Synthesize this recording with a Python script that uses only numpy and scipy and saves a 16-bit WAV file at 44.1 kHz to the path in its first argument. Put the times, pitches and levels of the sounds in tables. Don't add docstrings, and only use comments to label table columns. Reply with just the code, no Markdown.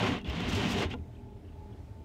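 import sys
import numpy as np
from scipy import signal
from scipy.fft import rfft, irfft, next_fast_len
from scipy.io import wavfile
from scipy.ndimage import uniform_filter1d, map_coordinates

SR = 44100
rng = np.random.default_rng(int(sys.argv[2]) if len(sys.argv) > 2 else 0)


def amplitude_ratio(level_db):
    exponent = np.asarray(level_db, float) / 20
    return 10 ** exponent


def transcribe(u):
    v = np.clip(np.atleast_2d(u).T, -1, 1)
    q = np.round(v * 32767).astype(np.int16)
    wavfile.write(sys.argv[1], SR, q)


N = 90184


def unit(x):
    return x / np.sqrt(np.mean(x ** 2) + 1e-20)


def along(points, hz):
    f, v = np.transpose(points)
    return np.interp(np.log(hz + 1), np.log(f + 1), v)


def wobble(rate):
    knots = rng.standard_normal(int(N * rate / SR) + 4)
    return map_coordinates(knots, [np.arange(N) * rate / SR])


def filtered(x, response):
    m = next_fast_len(N + 8192)
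    return irfft(rfft(x, m) * response(np.fft.rfftfreq(m, 1 / SR)), m)[..., :N]


def add(track, s, sound):
    part = track[round(s * SR):][:len(sound)]
    part += sound[:len(part)]


def overlay(start, grains):
    at = start[:, None] + np.arange(grains.shape[1])
    total = np.bincount(at.ravel(), grains.ravel(), minlength=N)[:N]
    return total / np.std(total[:SR])


def ring(hz, t60, attack_s):
    t = np.arange(SR // 4) / SR
    return np.sin(2 * np.pi * hz * t) * amplitude_ratio(-60 * t / t60) * (1 - np.exp(-t / attack_s))


def held_notes(rows):
    t = np.arange(N) / SR
    out = np.zeros(N)
    for s, db, hz, length in rows:
        swell = amplitude_ratio(db + 1.5) * np.sqrt(2) * np.exp(-((t - s) / length) ** 2)
        out += swell * np.sin(2 * np.pi * hz * (t - s))
    return out


def patchy(depth_db):
    z = signal.stft(rng.standard_normal(N + SR), nperseg=1024)[2]
    field = uniform_filter1d(rng.standard_normal(z.shape), size=7, axis=0)
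    field = uniform_filter1d(field, size=8, axis=1)
    return signal.istft(z * amplitude_ratio(depth_db * unit(field)), nperseg=1024)[1][:N]


# multiple of the shaft rate, level in dB.
SHAFT_ORDERS = [(1, -63), (2, -55), (4, -67), (5, -62), (6, -63), (7, -66), (10, -64), (21, -72), (22, -73)]
# frequency in Hz, level in dB per Hz.
RUMBLE_SPECTRUM = [(30, 0.5), (45, 2.5), (118, -0.5), (148, -9), (420, -11), (500, -20), (620, -16),
                   (950, -24)]
# frequency in Hz, level in dB per Hz.
FAN_SPECTRUM = [(900, -7.5), (1450, -14), (4200, -23), (4550, -25.5), (5000, -25.5), (9000, -31),
                (10500, -34.5), (12500, -34.5)]


def idle():
    shaft_hz, boom_hz, boom_db, throb_hz = 40.25, 112, -57, 23.4
    rumble_db, fan_db = -47.5, -69
    t = np.arange(N) / SR

    turn = 2 * np.pi * np.cumsum(shaft_hz * (1 + 0.0017 * wobble(3.18))) / SR
    hum = np.zeros(N)
    for k, db in SHAFT_ORDERS:
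        level = amplitude_ratio(db + 3 + 4 * wobble(8.2))
        hum += level * np.sin(k * turn + 7 * rng.random() + 0.48 * wobble(14))

    lope_db = 4 * np.cos(2 * np.pi * 11 * t)
    boom_level = amplitude_ratio(boom_db + lope_db + 2.5 * wobble(9.5))
    boom = boom_level * np.sin(2 * np.pi * np.cumsum(boom_hz * (1 + 0.036 * wobble(8.2))) / SR)

    throb_db = 1.5 * np.sin(2 * np.pi * throb_hz * t + wobble(1.2) + 2.3)
    throb = amplitude_ratio(throb_db + 0.3 * wobble(5.0) + 0.22 * lope_db)
    rumble = filtered(patchy(1.3) * throb,
                      lambda f: amplitude_ratio(along(RUMBLE_SPECTRUM, f)) / (1 + (f / 1000) ** 12))
    hiss = filtered(patchy(1.1) * amplitude_ratio(0.65 * wobble(7.0)),
                    lambda f: amplitude_ratio(along(FAN_SPECTRUM, f)) / (1 + (950 / (f + 1)) ** 6))
    return hum + boom + amplitude_ratio(rumble_db) * unit(rumble) + amplitude_ratio(fan_db) * unit(hiss)


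# centre in seconds, level in dB, pitch in Hz, length in seconds.
MOUNT_ROCKS = [
    (1.005, -44, 76, .025),
    (1.105, -45, 117, 0.031),
    (1.24, -48.5, 119, 0.028),
    (1.6, -53, 109, 0.027),
    (1.715, -44.5, 111.5, 0.026),
    (1.797, -48.5, 85, 0.019),
    (1.91, -48.5, 102, 0.034),
]


def rocks():
    return held_notes(MOUNT_ROCKS)


# first touch in seconds, level in dB, pitch in Hz.
SLEET_GRAINS = [(1.0337, -59, 2070), (1.125, -58, 3150), (1.148, -55, 3200), (1.155, -57, 3650),
                (1.163, -56, 2600), (1.168, -58, 3200), (1.1862, -55, 2460), (1.2864, -57, 2470),
                (1.4478, -55, 2920), (1.4745, -57, 2910), (1.485, -53, 2880), (1.487, -58, 2350),
                (1.52, -57, 2700), (1.535, -60, 3300), (1.5844, -61, 2540), (1.723, -53, 3100),
                (1.7604, -61, 3300), (1.8844, -60, 2450), (1.9899, -61, 2850), (2.015, -60, 3200)]


def sleet():
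    out = np.zeros(N)
    hops = rng.random((len(SLEET_GRAINS), 7, 3))
    for (s, db, hz), grain in zip(SLEET_GRAINS, hops):
        for k, (late, bend, size) in enumerate(grain):
            tick = ring(hz * (0.93 + 0.14 * bend), t60=.013, attack_s=0.0005)
            add(out, s + .003 * late * k, amplitude_ratio(db - 7 - 4.3 * size) * tick)
    return out


# start in seconds, level in dB, pitch in Hz, 60 dB decay in seconds.
LINKAGE_THUMPS = [
    (.2785, -27, 66, .25),
    (.72, -35, 62, .25),
    (.8265, -20, 330, .025),
    (.8535, -24, 84, .13),
    (.9405, -29, 250, .06),
    (.9385, -37, 850, .05),
]
# start in seconds, level in dB, pitch in Hz, 60 dB decay in seconds.
ARM_CLINKS = [(.179, -44, 3700, .02), (.2, -49, 2900, .03), (.214, -50, 2700, .04), (.215, -54, 3300, .03),
              (.2457, -43, 3400, .04), (.2465, -44, 2700, .045), (.248, -55, 4500, .03),
              (.262, -46, 2900, .03), (.263, -50, 3500, .02), (.288, -42, 2870, .03),
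              (.2985, -40, 2760, .04), (.299, -46, 5300, .025), (.277, -62, 14000, .015),
              (.299, -54, 14500, .02), (.299, -57, 11900, .015), (.826, -33, 2500, .03),
              (.828, -37, 3300, .02), (.906, -44, 2600, .04), (.912, -42, 3100, .04),
              (.925, -42, 2800, .04), (.931, -43, 3400, .03), (.9385, -42, 1420, .05),
              (.942, -36, 480, .07), (.945, -36, 130, .35), (.95, -42, 290, .15), (.95, -46, 1000, .07),
              (.955, -48, 680, .07), (.988, -61, 2450, .03), (1.558, -49, 620, .03)]


def thumps():
    out = np.zeros(N)
    for s, db, hz, t60 in LINKAGE_THUMPS + ARM_CLINKS:
        add(out, s, -amplitude_ratio(db) * ring(hz, t60, attack_s=0.2 / hz))
    return out


# centre in seconds, level in dB, pitch in Hz, length in seconds.
ARM_SHUDDERS = [(.02, -39, 177, 0.03), (.03, -36.5, 116, 0.028), (.05, -33.5, 374.3, 0.019),
                (.09, -38, 254, 0.018), (.13, -37, 269, 0.024), (.145, -35.5, 146, 0.013),
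                (.34, -38.5, 153, 0.026), (.39, -37.5, 166.6, 0.031), (0.492, -37.5, 114, 0.017),
                (0.496, -42, 57, 0.057), (.53, -36.5, 162, 0.012), (0.567, -40, 100, 0.023),
                (0.582, -38, 397.5, 0.02), (0.594, -47, 55, 0.028), (.615, -33.5, 136, 0.0156),
                (.63, -41, 184, 0.025), (.665, -37, 271, 0.0067), (.68, -41, 160, 0.011),
                (0.728, -38.5, 259, 0.016), (.74, -44, 138, 0.0094), (0.772, -45, 71, .03),
                (0.794, -40.5, 398.3, 0.052), (.82, -36, 131, 0.012), (.835, -34, 375, 0.013),
                (0.913, -50, 60, .025)]


def shudders():
    return held_notes(ARM_SHUDDERS)


# centre in seconds, level in dB, length in seconds.
ICE_RIDGES = [(0.072, -63, 0.061), (.187, -70, .002), (0.206, -79, 0.00076), (0.216, -67, 0.0011),
              (0.246, -71, 0.0015), (0.268, -75, .0015), (0.278, -70, 0.0013), (0.287, -77, .002),
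              (0.3005, -63, .003), (.316, -71, 0.0013), (0.352, -68, 0.0026), (0.357, -66, .002),
              (0.366, -64, .0015), (0.406, -56, 0.0011), (.422, -64, .0015), (0.497, -56, 0.014),
              (0.531, -57.5, 0.01), (0.552, -56, 0.0071), (0.568, -61.5, 0.013), (0.615, -62, 0.089),
              (0.69, -65, 0.0059), (0.718, -54, 0.022), (0.791, -58, 0.032), (.815, -72, 0.0023),
              (0.826, -58, 0.003), (0.848, -69, 0.012), (0.907, -67.5, 0.0063), (0.93, -69, 0.0022),
              (0.931, -75, .003)]
# frequency in Hz, level in dB.
SPLINTER_SPECTRUM = [(1500, -23), (3000, 15.5), (5500, 18), (8500, 7.5), (10300, -1), (12000, 1.5),
                     (14500, -4), (15700, -3)]


def ridges():
    t = np.arange(N) / SR
    swell = sum(amplitude_ratio(db) * np.exp(-((t - s) / length) ** 2) for s, db, length in ICE_RIDGES)
    spikes = unit(rng.standard_normal(N) * amplitude_ratio(2 * rng.standard_normal(N)))
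    return filtered(spikes * swell, lambda f: amplitude_ratio(along(SPLINTER_SPECTRUM, f)))


# time in seconds, scrape level in dB, long arm judder in Hz, short arm judder in Hz,
# judder over scrape in dB.
BLADE_STROKES = [
    [(0, -38, 145, 372, 3.5), (.064, -38.5, 116, 303, 2), (.156, -42.5, 161, 278, 8.5),
     (.185, -47.5, 154, 254, 0.5), (.22, -62, 140, 265, 5), (.238, -67.5, 133, 260, 14)],
    [(.256, -49, 122, 282, 6), (.296, -45, 138, 319, 1.5), (.42, -42, 156.7, 309, 4),
     (.52, -41, 98, 272, 5.5), (.63, -39, 161, 288, 5), (.72, -40, 194.4, 267, 6),
     (.79, -39.5, 162, 374, 5.5), (.832, -37, 137.6, 371, 2), (.885, -53, 119.4, 248, 7.5)],
    [(.9, -54, 110, 304, 6), (.917, -43.5, 109, 287, 0), (.93, -48.5, 116, 306, -4),
     (.941, -44, 128, 301.4, 8), (.956, -73, 130, 290, -2), (.975, -71, 130, 280, 18)],
]


def stroke():
    s, db, *rest = np.transpose(np.concatenate(BLADE_STROKES))
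    t = np.arange(N) / SR
    fall_db = 400 * np.maximum(t - s[-1], 0)
    return [np.interp(t, s, db) - fall_db] + [np.interp(t, s, c) for c in rest]


def judder(pitch_hz, spread):
    count, jerks_per_s, cycles = 500, 330, 5.5
    rows = np.c_[rng.random(count), rng.standard_normal((count, 2))]
    start = ((np.arange(count) + rows[:, 0]) / jerks_per_s * SR).astype(int)
    start = np.minimum(start, N - 1)
    hz = np.clip(pitch_hz[start] * np.exp(spread * rows[:, 1]), 55, 600)[:, None]
    t = np.arange(4000) / SR
    u = t * hz / cycles
    force = amplitude_ratio(2.2 * rows[:, 2:]) * np.sqrt(hz)
    return overlay(start, np.sin(2 * np.pi * hz * t) * u * np.exp(-4 * u) * force)


def arms(level_db, long_hz, short_hz, over_db):
    shake = judder(long_hz, .23) + judder(short_hz, 0.1806)
    shake += amplitude_ratio(-3) * judder(np.full(N, 148), .22)
    return shake * amplitude_ratio(-42.5 + .75 * (level_db + 41) + over_db)


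def squeaks(level_db):
    count, notes_per_s, top_hz, spread, peak_s, glide = 420, 420, 2600, .36, .008, 2
    rows = np.c_[rng.random((count, 2)), rng.standard_normal((count, 3))]
    start = ((np.arange(count) + rows[:, 0]) / notes_per_s * SR).astype(int)
    t = np.arange(2000) / SR
    side = np.where(rows[:, 1:2] < .5, 2, -.6)
    hz = np.clip(top_hz * np.exp(-spread * np.abs(rows[:, 2:3]) * side), 600, 3500)
    tone = np.sin(2 * np.pi * hz * t * (1 + glide * rows[:, 3:4] * t))
    swell = (t / peak_s) * np.exp(-t / peak_s) ** 1.5
    return overlay(start, tone * swell * amplitude_ratio(2 * rows[:, 4:])) * amplitude_ratio(level_db - 8)


# frequency in Hz, level in dB per Hz.
GLASS_SPECTRUM = [(300, -23), (470, -5), (1800, -14.5), (2700, -10.5), (5000, -25), (7000, -33),
                  (10300, -46), (15600, -54)]
# frequency in Hz, width in Hz, lift in dB.
GLASS_MODES = [(710, 19, -1), (1070, 220, 2), (1453, 5.5, 7), (2500, 450, 0.5), (2870, 110, -1),
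               (3690, 320, 2), (6500, 310, 4)]


def glass(f):
    lift_db = sum(db / (1 + ((f - hz) / width) ** 2) for hz, width, db in GLASS_MODES)
    return amplitude_ratio(along(GLASS_SPECTRUM, f) + lift_db)


def scrape(level_db):
    bumps_per_s, spread_db, flutter_db = 12000, 2.7, 1.1
    rasp_hz, fizz_hz = 2000, 3800
    chance, sign, size = rng.random((3, N))
    bumps = (chance < bumps_per_s / SR) * np.sign(sign - .5) * amplitude_ratio(-spread_db * np.log(size + 0.0059))
    flutter = 0.24 * wobble(60) + wobble(140)
    bumps = unit(bumps) * amplitude_ratio(level_db + flutter_db * flutter)

    def low(f):
        return 1 / (1 + (f / rasp_hz) ** 4)

    def high(f):
        return 1 - 1 / (1 + (f / fizz_hz) ** 6)

    up_stroke = np.arange(N) < .238 * SR
    rasp_db = .33 * (level_db + 33.5) + 4 * up_stroke
    fizz_db = .55 * (level_db + 39.0)
    rasp = filtered(bumps * amplitude_ratio(rasp_db), lambda f: glass(f) * low(f))
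    fizz = filtered(bumps * amplitude_ratio(fizz_db), lambda f: glass(f) * high(f))
    body = filtered(bumps, lambda f: glass(f) * (1 - low(f)) * (1 - high(f)))
    norm = np.sqrt(np.mean(glass(np.linspace(1500, 5000, num=400)) ** 2) * 7000 / SR)
    return (rasp + fizz + body) / norm


def cabin(x):
    t = np.arange(SR // 4) / SR
    tail = rng.standard_normal(len(t)) * amplitude_ratio(-60 * t / 0.07)
    wet = signal.fftconvolve(x, tail / np.linalg.norm(tail))[:N]
    return x + amplitude_ratio(-8) * filtered(wet, lambda f: 1 / (1 + (f / 4000) ** 2))


def scene():
    level_db, long_hz, short_hz, over_db = stroke()
    near = arms(level_db, long_hz, short_hz, over_db) + scrape(level_db) + ridges() + thumps()
    near += sleet() + shudders() + rocks() + squeaks(level_db)
    return (cabin(near) + idle())[None]


def top_cut(x):
    return signal.sosfilt(signal.butter(12, 15670, fs=SR, output="sos"), x)


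def record(dry):
    mix = filtered(dry, lambda f: (f < 15680) / np.sqrt(1 + (37 / (f + 1)) ** 20))
    return top_cut(mix)


dry = scene()
out = record(dry)
transcribe(out)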